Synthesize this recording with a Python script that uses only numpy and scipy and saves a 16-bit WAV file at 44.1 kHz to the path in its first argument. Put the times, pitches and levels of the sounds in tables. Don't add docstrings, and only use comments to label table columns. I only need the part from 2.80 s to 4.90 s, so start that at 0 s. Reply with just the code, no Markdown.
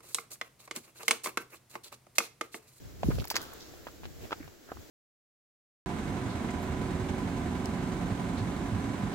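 import sys
import numpy as np
from scipy import signal
from scipy.fft import rfft, irfft, next_fast_len
from scipy.io import wavfile
from scipy.ndimage import uniform_filter1d

SR = 44100
rng = np.random.default_rng(int(sys.argv[2]) if len(sys.argv) > 2 else 0)


def store_wav(level_fs):
    pcm = np.round(np.clip(np.atleast_2d(level_fs), -1, 1) * 32767)
    wavfile.write(sys.argv[1], SR, pcm.T.astype(np.int16))


N = 92610
T = np.arange(N) / SR
AGE = T[:SR // 3]


def undb(db):
    return 10 ** (np.asarray(db) / 20)


def unit(x):
    return x / np.sqrt(np.mean(x ** 2))


def fade(age, t60):
    return np.exp(-np.log(1000) * age / max(t60, 1e-4))


def curve(points):
    return undb(np.interp(T, *np.array(points).T))


def swell(start, rise, t60):
    return np.clip((T - start) / rise, 0, 1) * fade(np.maximum(T - start - rise, 0), t60)


def flicker(db, per_s):
    hold = int(SR / per_s)
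    steps = np.repeat(rng.standard_normal(N // hold + 1), hold)
    return undb(db * uniform_filter1d(steps, hold)[:N])


def colour(x, points, tilt_db=0):
    size = next_fast_len(2 * x.shape[-1]) // 2 * 2
    octave = np.log2(np.maximum(np.fft.rfftfreq(size, 1 / SR), 1))
    hz, db = np.array(points).T
    gain = undb(np.interp(octave, np.log2(hz), db + tilt_db * np.log2(hz / hz[0])))
    cepstrum = irfft(np.log(gain))
    cepstrum[1:size // 2] *= 2
    cepstrum[size // 2 + 1:] = 0
    return irfft(rfft(x, size) * np.exp(rfft(cepstrum)))[..., :x.shape[-1]]


def band(x, hz, spread, order=2):
    edges = [hz / spread, min(hz * spread, SR / 2 - 1000)]
    return signal.sosfilt(signal.butter(order, edges, "band", fs=SR, output="sos"), x)


def add(out, x, start):
    i = int(start * SR)
    out[:, i:i + x.shape[1]] += x[:, :N - i]


def pan(left_db):
    return undb(np.array([[left_db], [-left_db]]) / 2)


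def underfoot(x, lag_s=0.00013):
    late = np.pad(x, (round(lag_s * SR), 0))[:len(x)]
    return np.array([x, late]) * pan(-2.4)


def ground_noise(size, diffuse=0.38):
    direct = underfoot(rng.standard_normal(size))
    return np.sqrt(1 - diffuse) * direct + np.sqrt(diffuse) * rng.standard_normal((2, size))


def port_noise(correlation):
    mid, side = rng.standard_normal((2, N))
    return np.sqrt(1 + correlation) * mid + np.sqrt(1 - correlation) * side * np.array([[1], [-1]])


def grains(per_s=3000, spread_db=3):
    clicks = ground_noise(N) * (rng.random(N) < per_s / SR)
    return clicks * undb(spread_db * np.minimum(rng.exponential(size=N), 4))


# frequency in Hz, relative level in dB.
AIR_SPECTRUM = [(30, 2.5), (150, -7.5), (330, 4), (600, -4.5), (1000, -12), (1600, -10), (2500, -14),
                (5000, -13.5), (7500, -13.5), (10000, -20), (15500, -15)]
# time in seconds, level in dB.
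AIR_LEVELS = [(0, -54.5), (.8, -52), (1.12, -53.5), (1.2, -56), (1.45, -50.5), (1.68, -53.5), (1.79, -57.5),
              (1.95, -53)]


def hillside_air():
    hiss = unit(colour(port_noise(correlation=0.16), AIR_SPECTRUM))
    return hiss * curve(AIR_LEVELS) * flicker(db=0.9, per_s=25)


# frequency in Hz, relative level in dB.
WIND_SPECTRUM = [(22, -47), (48, -2.5), (75, 0), (130, -5.5), (250, -15), (500, -23), (1500, -43)]
# time in seconds, level in dB.
WIND_LEVELS = [(0, -49.5), (.06, -50.5), (.11, -53.5), (.22, -45.5), (.255, -30), (.32, -32.5),
               (.39, -34.5), (.42, -30.5), (.455, -54.5), (.52, -61), (1.17, -59), (1.26, -43.5),
               (1.33, -55.5), (1.44, -44.5), (1.49, -65.5), (1.65, -48.5), (1.79, -78), (1.99, -49),
               (2.1, -69)]


def wind_on_ports():
    return unit(colour(port_noise(correlation=-0.45), WIND_SPECTRUM)) * curve(WIND_LEVELS)


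# frequency in Hz, relative level in dB.
SWISH_SPECTRUM = [(120, -4.5), (380, 3.5), (800, 0.5), (1500, 5.5), (2200, -8.5), (3500, 1.5), (7000, -7),
                  (10000, -9.5), (15000, -12)]
# start, rise and 60 dB fall in seconds, level in dB,
# tilt in dB per octave.
SCRUB_SWISHES = [(.25, 0.1, 0.44, -50, 3.5), (0.543, 0.0096, 0.86, -41.5, -2), (.60, 0.029, 0.12, -44.5, 8)]


def scrub_swishes():
    out = np.zeros((2, N))
    for start, rise, t60, db, tilt_db in SCRUB_SWISHES:
        rustle = ground_noise(N) + 1.5 * unit(grains())
        out += undb(db) * swell(start, rise, t60) * unit(colour(rustle, SWISH_SPECTRUM, tilt_db))
    return out


# start, rise and 60 dB fall in seconds, level in dB,
# band centre in Hz, band edges as a ratio to the centre.
SOLE_SCUFFS = [(0.298, 0.015, 0.12, -43.5, 1350, 1.71), (.380, 0.015, 0.096, -42.5, 3400, 1.52),
               (0.712, 0.022, 0.039, -48, 890, 1.68), (0.787, 0.024, 0.34, -50, 4670, 1.34),
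               (1.236, 0.018, 0.035, -45.5, 1810, 2.25), (1.381, 0.068, 0.13, -48.5, 380, 1.72),
               (1.40, 0.051, 0.14, -55.5, 2020, 1.6), (1.589, 0.029, 0.25, -55, 1700, 1.38),
               (1.871, 0.034, 0.079, -47.5, 1380, 1.27)]


def sole_scuffs():
    out = np.zeros((2, N))
    for start, rise, t60, db, hz, spread in SOLE_SCUFFS:
        drag = grains() * flicker(db=4.5, per_s=260)
        out += undb(db) * swell(start, rise, t60) * unit(band(drag, hz, spread, order=3))
    return out


# start in seconds, level in dB, 60 dB decay in seconds.
TWIG_TICKS = [(0.4534, -29, 0.0053), (.4805, -33.5, 0.024), (.4885, -45, .015), (0.5035, -28.5, 0.045),
              (0.514, -32.5, 0.033), (0.7345, -38.5, 0.024)]


def twig_ticks():
    out = np.zeros((2, N))
    for start, db, t60 in TWIG_TICKS:
        snap = unit(band(ground_noise(len(AGE)), hz=14540, spread=1.58))
        add(out, undb(db) * snap * fade(AGE, t60), start)
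    return out


# frequency in Hz, relative level in dB, 60 dB decay in seconds.
CLACK_MODES = [(1767, -2, 0.052), (2040, 0, 0.06), (4900, 4, 0.05)]


def clack_ring(age, partials=4, detune=0.025):
    ring = np.zeros_like(age)
    for hz, db, t60 in CLACK_MODES:
        for _ in range(partials):
            partial_hz = hz * (1 + detune * rng.uniform(-0.89, 1))
            ring += undb(db) * fade(age, t60) * np.sin(2 * np.pi * (partial_hz * age + rng.random()))
    return ring * (age > 0) / np.sqrt(partials)


# frequency in Hz, relative level in dB.
CLACK_SPECTRUM = [(150, -22), (500, -0.5), (1300, 0.5), (2000, 3.5), (2900, 0), (3800, -1.5), (4700, 7.5),
                  (7500, -5), (16000, -10.5)]
# peak time in seconds, level in dB,
# 60 dB decay in seconds, tilt in dB per octave.
STONE_CLACKS = [(0.4426, -37, 0.033, -1), (0.474, -40, 0.023, 2), (0.5022, -26, 0.037, 2.5),
                (0.515, -37.5, 0.075, 0), (.5560, -26, 0.033, 0), (0.5592, -30, 0.025, 0.5),
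                (0.566, -16, 0.0063, 0), (.5690, -29.5, 0.052, 0), (.6165, -35.5, 0.0085, 5)]


def stone_clacks(lead_s=0.01, bite_t60=0.0034, ring_db=-23):
    out = np.zeros((2, N))
    after, before = np.maximum(AGE - lead_s, 0), np.maximum(lead_s - AGE, 0)
    for peak, db, t60, tilt_db in STONE_CLACKS:
        contact = unit(colour(ground_noise(len(AGE)), CLACK_SPECTRUM, tilt_db))
        crack = contact * fade(after, t60) * fade(before, bite_t60)
        ring = undb(ring_db) * underfoot(clack_ring(after))
        add(out, undb(db) * (crack + ring), peak - lead_s)
    return out


# time in seconds, level in dB, pitch in Hz,
# 60 dB decay in seconds, shift to the left of the underfoot position in dB.
BOOT_THUMPS = [(.2450, -29.5, 190, 0.035, 6), (.2883, -14.5, 240, 0.01, 5), (0.2950, -23.5, 134, 0.022, 3),
               (0.4, -26, 126, 0.014, 9)]


def boot_thumps(roll_cycles=0.28):
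    out = np.zeros((2, N))
    for time, db, hz, t60, left_db in BOOT_THUMPS:
        age = T - time
        push = np.exp(-np.logaddexp(-age * hz / roll_cycles, np.log(1000) * age / t60))
        thud = np.cos(2 * np.pi * hz * age) * push / push.max()
        out += undb(db) * underfoot(thud) * pan(left_db)
    return out


def blow(hz, t60, attack_share=0.063):
    build = 1 - np.exp(-AGE / (attack_share * t60))
    swing = np.sin(2 * np.pi * hz * AGE) * build * fade(AGE, t60)
    return swing / np.abs(swing).max()


# frequency in Hz, gain in dB.
KNOCK_BODY = [(70, -16), (280, 1), (1550, -6), (1900, -12.5), (4400, -2), (8000, 0)]
# start in seconds, level in dB
# ahead of the body filter, pitch in Hz, 60 dB decay in seconds, grit in dB relative to the blow.
BOOT_KNOCKS = [(0.2319, -18.5, 717, 0.012, -8), (0.3028, -27.5, 446, 0.02, -11),
               (0.3151, -29, 1340, 0.0048, -19), (0.384, -28, 530, 0.0078, -8),
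               (0.4212, -31.5, 1370, 0.007, -21), (0.4514, -32, 865, 0.01, -11),
               (0.5119, -22.5, 930, 0.012, -11), (0.5424, -29, 407, 0.0047, 1),
               (0.5568, -28, 970, 0.0083, -8), (0.9377, -40, 573, 0.01, -7), (1.0689, -24, 960, 0.004, -15),
               (1.0720, -31, 860, 0.0052, -6), (1.0843, -34.5, 1270, 0.009, -13),
               (1.234, -37.5, 1000, 0.0057, -6), (1.2540, -34.5, 716, 0.0049, -8),
               (1.5084, -26.5, 1170, 0.0047, -9), (1.5183, -25.5, 557, 0.0031, -4.5),
               (1.5208, -23, 1220, 0.0026, -10), (1.526, -25, 1450, 0.0072, -35),
               (1.5282, -13, 1440, 0.0023, -26), (1.603, -38, 292, 0.031, -29),
               (1.678, -35, 790, 0.0028, -7), (1.8912, -33.5, 990, 0.0022, -29),
               (1.9181, -21.5, 810, 0.0026, -24), (1.9703, -35, 1100, 0.0044, -15)]


def boot_knocks(scatter_db=-11.5, scatter_t60=0.041, grit_t60=0.034):
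    out = np.zeros((2, N))
    for start, db, hz, t60, grit_db in BOOT_KNOCKS:
        scatter = unit(band(ground_noise(len(AGE)), hz, spread=1.93, order=3)) * fade(AGE, scatter_t60)
        grit = unit(band(ground_noise(len(AGE)), hz=2010, spread=1.396)) * fade(AGE, grit_t60)
        knock = undb(scatter_db) * scatter + undb(grit_db) * grit - underfoot(blow(hz, t60))
        add(out, undb(db) * knock, start)
    return colour(out, KNOCK_BODY)


def scene():
    impacts = boot_knocks() + boot_thumps() + stone_clacks() + twig_ticks()
    return impacts + sole_scuffs() + scrub_swishes() + wind_on_ports() + hillside_air()


# frequency in Hz, gain in dB.
MIC_RESPONSE = [(25, -2.5), (55, 2.5), (7700, 0), (8500, -9), (10500, 0), (13000, -1.5)]


def record(dry, top_hz=15900):
    top_cut = signal.ellip(10, 0.2, 80, top_hz, fs=SR, output="sos")
    return signal.sosfilt(top_cut, colour(dry, MIC_RESPONSE))


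dry = scene()
out = record(dry)
store_wav(out)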